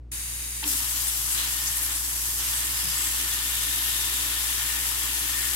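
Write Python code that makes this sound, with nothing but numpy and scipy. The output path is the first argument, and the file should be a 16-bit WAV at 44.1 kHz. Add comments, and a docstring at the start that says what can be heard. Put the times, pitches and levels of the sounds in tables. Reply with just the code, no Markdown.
"""A spray of thin jets patters on lichen and bark in an enamel pot: random drops, echoed and coloured.
Before it, a soft single tap stream fizzes; a valve called the diverter snaps over with a sinking gulp.
The drops ring the pot (resonances), jets spit and sizzle (noise bursts), and water burbles (low noise).
The sprayer is moved about and bumped by hand (dull thuds). Behind it all an appliance motor hums
(sine tones) over a faint rumble (filtered noise)."""
import sys
import numpy as np
from scipy import signal
from scipy.fft import rfft, irfft, next_fast_len
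from scipy.io import wavfile

SR = 44100
rng = np.random.default_rng(int(sys.argv[2]) if len(sys.argv) > 2 else 0)


def store_wav(level_fs):
    """Save 16-bit WAV to argv[1]."""
    pcm = np.round(np.clip(np.atleast_2d(level_fs), -1, 1) * 32767)
    wavfile.write(sys.argv[1], SR, pcm.T.astype(np.int16))


N = 244774
TIME = np.arange(N) / SR
FFT_SIZE = next_fast_len(N + SR // 10, True)  # spare room for filter tails
FREQS = np.maximum(np.arange(FFT_SIZE // 2 + 1) * SR / FFT_SIZE, 1)

# Tone colours, as strength at each frequency: pitch_hz, level_db (per Hz)
ROOM_COLOUR = [(20, -16), (45, -6), (100, 1.5), (140, -5), (180, -14.5), (280, -7.5), (500, -17.5),
               (1000, -29), (4000, -41), (9000, -48), (15000, -62)]
POOL_COLOUR = [(150, -28), (220, -10), (295, 7.5), (325, -1), (370, 0.5), (450, -8), (650, -32),
               (1200, -50)]
STREAM_COLOUR = [(400, -18.5), (620, -26), (950, -13), (1400, -13.5), (2300, -7), (3400, -10.5),
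                 (5400, -10), (6300, -5.5), (8300, -3.5), (10800, -2), (11500, -6.5), (13400, -7.5),
                 (13900, -13), (15800, -12)]
SPRAY_COLOUR = [(400, -27), (620, -23), (950, -10.5), (1400, -10), (2100, -9), (2800, -0.5), (3700, -2),
                (4300, -4.5), (5100, -4.5), (5900, -4), (7700, -1.5), (11200, -1.5), (12300, -3.5),
                (13500, -4), (14050, -9), (15800, -9.5)]
# Steady tones of the motor hum: pitch_hz, rms_db
HUM = [(58.8, -41.5), (120, -54.5), (206, -75), (237, -66.5), (299.5, -68)]
# The hand bumps the sprayer: middle_s, level_db, spread_s, pitch_hz
BUMPS = [(2.862, -47, 0.014, 160), (2.89, -46.5, 0.029, 120)]
# The diverter flips with a gulp: start_s, level_db, start_hz, end_hz, rise_s, t60_s (time to fall 60 dB)
GULP = [(0.628, -35.5, 325, 265, 0.016, 0.47), (0.626, -37.5, 880, 1000, 0.0023, 0.17)]
# The diverter snaps over: middle_s, level_db, pitch_hz
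SNAPS = [(0.63, -41, 1600), (0.641, -30.5, 3000)]
# Narrow resonances of the falling stream: pitch_hz, width_hz, boost_db
STREAM_PEAKS = [(3800, 210, 8), (4680, 140, 8), (6430, 300, 4), (8720, 180, 4.5), (9200, 350, 3.5),
                (10400, 250, -1.5), (10700, 200, 8), (12650, 360, 4), (13500, 150, 3)]
# How much later each spot's drops reach the right microphone than the left: lag_samples
JET_LAGS = [11, 4, 10, 7, 11, 3, 13, 10]
# A jet catches an edge and spits: middle_s, level_db, pitch_hz
SPITS = [(1.083, -29.5, 9500), (1.318, -31.5, 9000), (1.345, -33, 8500), (1.677, -31, 6200),
         (1.77, -31, 10500), (1.832, -31, 11200), (1.862, -33, 11500), (1.963, -33, 9900), (2.4, -37, 5700)]
# A jet dwells in a wet hollow and sizzles: middle_s, level_db, spread_s, pitch_hz
SIZZLES = [(1.41, -41, .035, 4000), (2.6, -40, 0.12, 8350), (2.876, -41, 0.12, 5080),
           (3.03, -35, 0.068, 7850), (3.84, -35, .08, 11700), (3.95, -43, 0.52, 3640)]
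# Ringing tones of the pot wall: pitch_hz, width_hz, level_db, left_minus_right_db
POT_MODES = [(1006, 49, -21, 9), (1227, 47, -16.5, -10), (1449, 18, -20.5, 22), (1703, 47, -11, 12.5),
             (1790, 78, -11, 20.5), (1848, 32, -8, 15), (2097, 61, -10, 3), (2350, 13, -13.5, -6)]
# A jet grazes the pot wall: middle_s, boost_db
GRAZES = [(1.63, 5), (1.82, 5.5), (4.67, 4), (5.43, 6.5)]
# Standing water that the jets meet; only the swing around the mean counts: time_s, level_db
SOAK = [(0.76, -38.5), (1.24, -40), (1.25, -41.5), (1.37, -37), (1.38, -33.5), (1.51, -38), (1.9, -40),
        (1.91, -36.5), (1.99, -41), (2.36, -41), (2.4, -37.5), (3.72, -36), (5.4, -36.5)]
# Where the sprayer points: time_s, left_minus_right_db
AIM = [(0.65, 2.5), (1.01, 3.5), (2.38, 1), (3.97, 3.0), (5.28, 3), (5.5, 4.5)]
# How the microphone pair hears each pitch: pitch_hz, left_minus_right_db
BALANCE = [(400, -9.5), (750, -3.5), (1000, -0.3), (1250, -0.8), (1800, 4), (2700, -0.5), (4400, -2.5),
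           (8000, -1.1), (14000, 3)]

STREAM_START_S = 0.1147  # the stream is heard abruptly, already running
SPRAY_ON_S, SPRAY_RISE_S = 0.626, 0.0076
ROOM_DB, STREAM_DB = -54.5, -35.2
CUTOFF_HZ = 15780
# Base level of each layer, and the share of the soak's swing that it follows
HISS_DB = -30.5
SPLASH_DB, SPLASH_FOLLOWS = -41.5, 1.4
PATTER_DB, PATTER_FOLLOWS = -45.5, 0.56
WALL_DB, WALL_FOLLOWS = -46, 1.2
POOL_DB, POOL_FOLLOWS = -56.5, 0.55
# As the pot fills, wall and pool get louder: total rise from empty to filled
FILL_START_S, FILL_S, WALL_FILL_DB, POOL_FILL_DB = 1.2, 1.8, 4, 3
# The jets form just after the switch and overshoot while the pent-up pressure escapes
JETS_DELAY_S, JETS_RISE_S = 0.026, 0.027
SURGE_DB, SURGE_HOLD_S, SURGE_DECAY_S = 3, 0.096, 0.028
DRY_DB, WETTING_S = 0.5, 1.1  # dry flakes hiss louder until they are wetted
# While the sprayer is turned, the jets glance off the heap and hiss less
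TURN_S, TURN_SPREAD_S, TURN_DB = 1.86, 0.28, -0.7
# Spread of each short event in time; filter width as a share of its pitch
SPIT_S, SPIT_WIDTH = 0.012, 0.45
SNAP_S, SNAP_WIDTH = 0.002, 0.91
SIZZLE_WIDTH, GRAZE_S = 0.11, 0.073


def from_db(db):
    """Turn decibels into a multiplier."""
    return 10 ** (np.asarray(db) / 20)


def rms_one(x):
    """Scale so that the average of all channels has an rms of 1."""
    return x / np.sqrt(np.mean(np.atleast_2d(x).mean(axis=0) ** 2) + 1e-20)


def in_time(rows):
    """Draw a curve over time for each table column after the first."""
    s, *columns = np.transpose(rows)
    return [np.interp(TIME, s, column) for column in columns]


def per_hz(points):
    """Read a two-column pitch table at every frequency."""
    hz, db = np.transpose(points)
    return np.interp(np.log(FREQS), np.log(hz), db)


def shaped(x, gain):
    """Multiply each frequency of a sound by its own gain."""
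    return irfft(rfft(x, FFT_SIZE) * gain, FFT_SIZE)[..., :N]


def panned(db):
    """Left and right gains for a left-minus-right difference in dB."""
    return from_db(np.array([[0.5], [-0.5]]) * db)


def ramp(at_s, rise_s):
    """A straight ramp from 0 to 1."""
    return np.clip((TIME - at_s) / rise_s, 0, 1)


def bell(s, spread_s):
    """A smooth rise and fall around a moment, 1 on top."""
    return np.exp(-0.5 * ((TIME - s) / spread_s) ** 2)


def drift(rate_hz):
    """Slow random wandering with an rms of 1."""
    return rms_one(shaped(rng.standard_normal(N), 1 / (1 + (FREQS / rate_hz) ** 2)))


def resonance(x, hz, width_hz):
    """Ring at one pitch, with a gain of about 1 at the peak."""
    r = np.exp(-np.pi * width_hz / SR)
    top = np.array([1, 0, -1]) * (1 - r * r) / 2
    bottom = [1, -2 * r * np.cos(2 * np.pi * hz / SR), r * r]
    return signal.lfilter(top, bottom, x)


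def swell(noise, s, db, spread_s, hz, width_hz):
    """Noise passed twice through one resonance, rising and falling around a moment."""
    colour = resonance(resonance(noise, hz, width_hz), hz, width_hz)
    return rms_one(colour) * from_db(db) * bell(s, spread_s)


def mid_and_side(mid, side, side_db):
    """Add a difference between left and right to a shared middle."""
    return mid + from_db(side_db) * side * [[1], [-1]]


def drops(per_s, spread_db):
    """Impacts at random moments, many small and a few large."""
    sizes = from_db(spread_db * np.minimum(rng.exponential(1, N), 5))
    hits = rng.random(N) < per_s / SR
    return hits * sizes * rng.choice([-1, 1], N)


def jets(per_s, spread_db, echo_db, echo_t60, diffuse_hz, count):
    """Each jet's drops reach the left microphone first, then rattle between the pot walls."""
    t = np.arange(SR // 40) / SR
    high_pass = signal.butter(2, diffuse_hz, "high", fs=SR)
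    out = np.zeros((2, N))
    for lag in np.resize(JET_LAGS, count):
        echoes = rng.standard_normal((2, len(t))) * from_db(-60 * t / echo_t60)
        echoes *= from_db(echo_db) / np.sqrt(np.sum(echoes ** 2) / 2)
        # long waves stay alike on both sides; short ones scatter
        path = signal.lfilter(*high_pass, echoes)
        path[0, 0] += 1
        path[1, lag] += 1
        out += signal.oaconvolve(drops(per_s / count, spread_db)[None], path, axes=1)[:, :N]
    # even out the extra treble that the echoes bring
    scattered = from_db(2 * echo_db) / (1 + (diffuse_hz / FREQS) ** 4)
    return shaped(out, 1 / np.sqrt(1 + scattered))


def soak():
    """How far the standing water is above or below its mean during the spray, in dB."""
    db, = in_time(SOAK)
    return db - db[TIME > SPRAY_ON_S].mean()


def filling():
    """Water gathers in the pot: -0.5 when empty, 0.5 when filled."""
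    return ramp(FILL_START_S, FILL_S) - 0.5


def kitchen(side_db=-10):
    """An appliance motor hums in steady sine tones over a faint noise rumble."""
    hum = np.zeros(N)
    for hz, db in HUM:
        # a sine's peak is the square root of 2 times its rms
        hum += np.sqrt(2) * from_db(db) * np.sin(2 * np.pi * (hz * TIME + rng.random()))
    mid, side = rng.standard_normal((2, N))
    rumble = rms_one(shaped(mid_and_side(mid, side, side_db), from_db(per_hz(ROOM_COLOUR))))
    return (hum + from_db(ROOM_DB) * rumble) * panned(0.6)


def bumps(width_hz=85, side_db=-3):
    """Dull thuds of handling: low noise bursts, different on each side."""
    mid, side = rng.standard_normal((2, N))
    noise = mid_and_side(mid, side, side_db)
    return sum(swell(noise, *row, width_hz) for row in BUMPS)


def pool(side_db=-14, stream_db=-12):
    """Pockets of air burble in the water beneath the heap, fainter under the soft stream."""
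    level_db = POOL_DB + POOL_FOLLOWS * soak() + POOL_FILL_DB * filling()
    level_db = level_db + stream_db * (TIME < SPRAY_ON_S)
    mid, side = (drops(per_s=760, spread_db=2.0) for part in range(2))
    burble = shaped(mid_and_side(mid, side, side_db), from_db(per_hz(POOL_COLOUR)))
    return rms_one(burble) * from_db(level_db) * panned(-0.95) * (TIME > STREAM_START_S)


def gulp(glide_s=0.062, rough=0.81):
    """The first slug of spray rings hollow: a low tone sinks and a short higher one climbs."""
    out = np.zeros(N)
    for s, db, start_hz, end_hz, rise, t60 in GULP:
        age = np.maximum(TIME - s, 0)
        hz = end_hz + (start_hz - end_hz) * np.exp(-age / glide_s)
        envelope = ramp(s, rise) * from_db(db - 60 * age / t60)
        tone = np.sin(2 * np.pi * np.cumsum(hz) / SR)
        out += envelope * tone * (1 + rough * drift(93))
    return out


def diverter():
    """Two dry snaps as the valve changes seats: very short, broad noise bursts."""
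    noise = rng.standard_normal((2, N))
    return sum(swell(noise, s, db, SNAP_S, hz, hz * SNAP_WIDTH) for s, db, hz in SNAPS)


def stream():
    """The air-filled stream fizzes evenly, as dense tiny drops, until the diverter closes it."""
    colour_db = per_hz(STREAM_COLOUR)
    for hz, width, db in STREAM_PEAKS:
        colour_db = colour_db + db / (1 + (2 * (FREQS - hz) / width) ** 2)
    fizz = jets(per_s=40000, spread_db=1.5, echo_db=7.0, echo_t60=0.0084, diffuse_hz=1090, count=16)
    fizz = rms_one(shaped(fizz, from_db(colour_db)))
    heard = ramp(STREAM_START_S, 0.0035) * (1 - ramp(SPRAY_ON_S, SPRAY_RISE_S))
    return fizz * from_db(STREAM_DB) * panned(1.3) * heard


def spits(pan_db=3.0):
    """Jets make brief, broad noise spits off edges and narrower sizzles in hollows."""
    burst = np.array([drops(per_s=11000, spread_db=3.0) for side in range(2)])
    edges = sum(swell(burst, s, db, SPIT_S, hz, hz * SPIT_WIDTH) for s, db, hz in SPITS)
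    hollows = sum(swell(burst, s, db, spread, hz, hz * SIZZLE_WIDTH) for s, db, spread, hz in SIZZLES)
    return panned(pan_db) * (edges + hollows)


def bubbles(count=3000, cycles=45, rise=0.03, spread_db=3.0, pan_spread_db=5):
    """Tiny bubbles ring in the wet heap, each rising a little in pitch; overall rms 1."""
    when, pitch = rng.random((count, 2)).T[..., None]
    size, side = rng.standard_normal((count, 2)).T[..., None]
    t = np.arange(SR // 30) / SR
    hz = 3000 + pitch * 11000
    age = t * hz / cycles
    phase = 2 * np.pi * hz * t * (1 + rise * (1 - np.exp(-age)) / 2)
    ring = from_db(spread_db * np.clip(size, -2, 2)) * np.exp(-age) * np.sin(phase)
    # add every ring into left and right, starting at its own moment
    at = ((when * N).astype(int) + np.arange(len(t))).ravel()
    channels = []
    for sign in (1, -1):
        heard = ring * from_db(sign * pan_spread_db * side / 2)
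        channels.append(np.bincount(at, heard.ravel(), N)[:N])
    return rms_one(np.array(channels))


def wander(x, depth_db=0.5, rate_hz=9.3):
    """Hollows in the heap fill and drain, so narrow pitch regions swell and fade."""
    centres = np.linspace(0, 16000, 17)
    out = 0
    for hz in centres:
        region = np.maximum(1 - abs(FREQS - hz) / centres[1], 0)  # overlapping triangles
        out = out + shaped(x, region) * from_db(depth_db * drift(rate_hz))
    return out


def hiss_level(forming_db=-7.0):
    """Hiss level in dB: jets form, surge, settle as the flakes get wet and dip in the turn."""
    formed = ramp(SPRAY_ON_S + JETS_DELAY_S, JETS_RISE_S)
    since_hold = np.maximum(TIME - SPRAY_ON_S - SURGE_HOLD_S, 0)
    surge_db = SURGE_DB * np.exp(-since_hold / SURGE_DECAY_S)
    dry_db = DRY_DB * (1 - ramp(SPRAY_ON_S, WETTING_S))
    turn_db = TURN_DB * bell(TURN_S, TURN_SPREAD_S)
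    return HISS_DB + turn_db + dry_db + formed * surge_db + (1 - formed) * forming_db


def pot_wall(patter):
    """Drops keep the damped wall ringing at its own pitches, each placed left or right."""
    out = 0
    for k, (hz, width, db, pan) in enumerate(POT_MODES):
        ringing = rms_one(resonance(patter, hz, width))
        out = out + ringing * from_db(db) * panned(pan) * (-1) ** k  # every other one is flipped
    return out


def spray(splash_hz=2200, hiss_hz=4400, flutter_db=0.02, patchy_db=0.51, bubble_db=-13):
    """Jets break into drops: low patter, middle splash, high hiss, and a ringing pot wall."""
    wet_db, (pan_db,) = soak(), in_time(AIM)
    rain = jets(per_s=22000, spread_db=2.5, echo_db=4.0, echo_t60=0.0091, diffuse_hz=2130, count=24)
    rain = rms_one(rain) + from_db(bubble_db) * bubbles()
    rain = wander(shaped(rain, from_db(per_hz(SPRAY_COLOUR)) * panned(per_hz(BALANCE))))
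    # split by pitch so that each layer follows its own level
    below_splash, below_hiss = (1 / (1 + (FREQS / hz) ** 10) for hz in (splash_hz, hiss_hz))
    layers = [
        (below_splash, PATTER_DB + PATTER_FOLLOWS * wet_db),
        (below_hiss - below_splash, SPLASH_DB + SPLASH_FOLLOWS * wet_db),
        (1 - below_hiss, hiss_level()),
    ]
    water = sum(rms_one(shaped(rain, band)) * from_db(db + patchy_db * drift(24)) for band, db in layers)
    graze_db = sum(db * bell(s, GRAZE_S) for s, db in GRAZES)
    wall_db = WALL_DB + WALL_FOLLOWS * wet_db + WALL_FILL_DB * filling() + graze_db
    wall = pot_wall(drops(per_s=4000, spread_db=3.0)) * from_db(wall_db)
    flutter = from_db(flutter_db * drift(70))
    return (water * panned(pan_db) + wall) * flutter * ramp(SPRAY_ON_S, SPRAY_RISE_S)


def scene():
    """Kitchen, pot and water together."""
    background = kitchen() + bumps() + pool()
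    switching = gulp() + diverter()
    return background + switching + stream() + spits() + spray()


def record(dry):
    """A steep low-pass filter removes the very top of the treble."""
    low_pass = signal.ellip(12, 0.1, 80, CUTOFF_HZ, fs=SR, output="sos")
    return signal.sosfilt(low_pass, dry)


dry = scene()
out = record(dry)
store_wav(out)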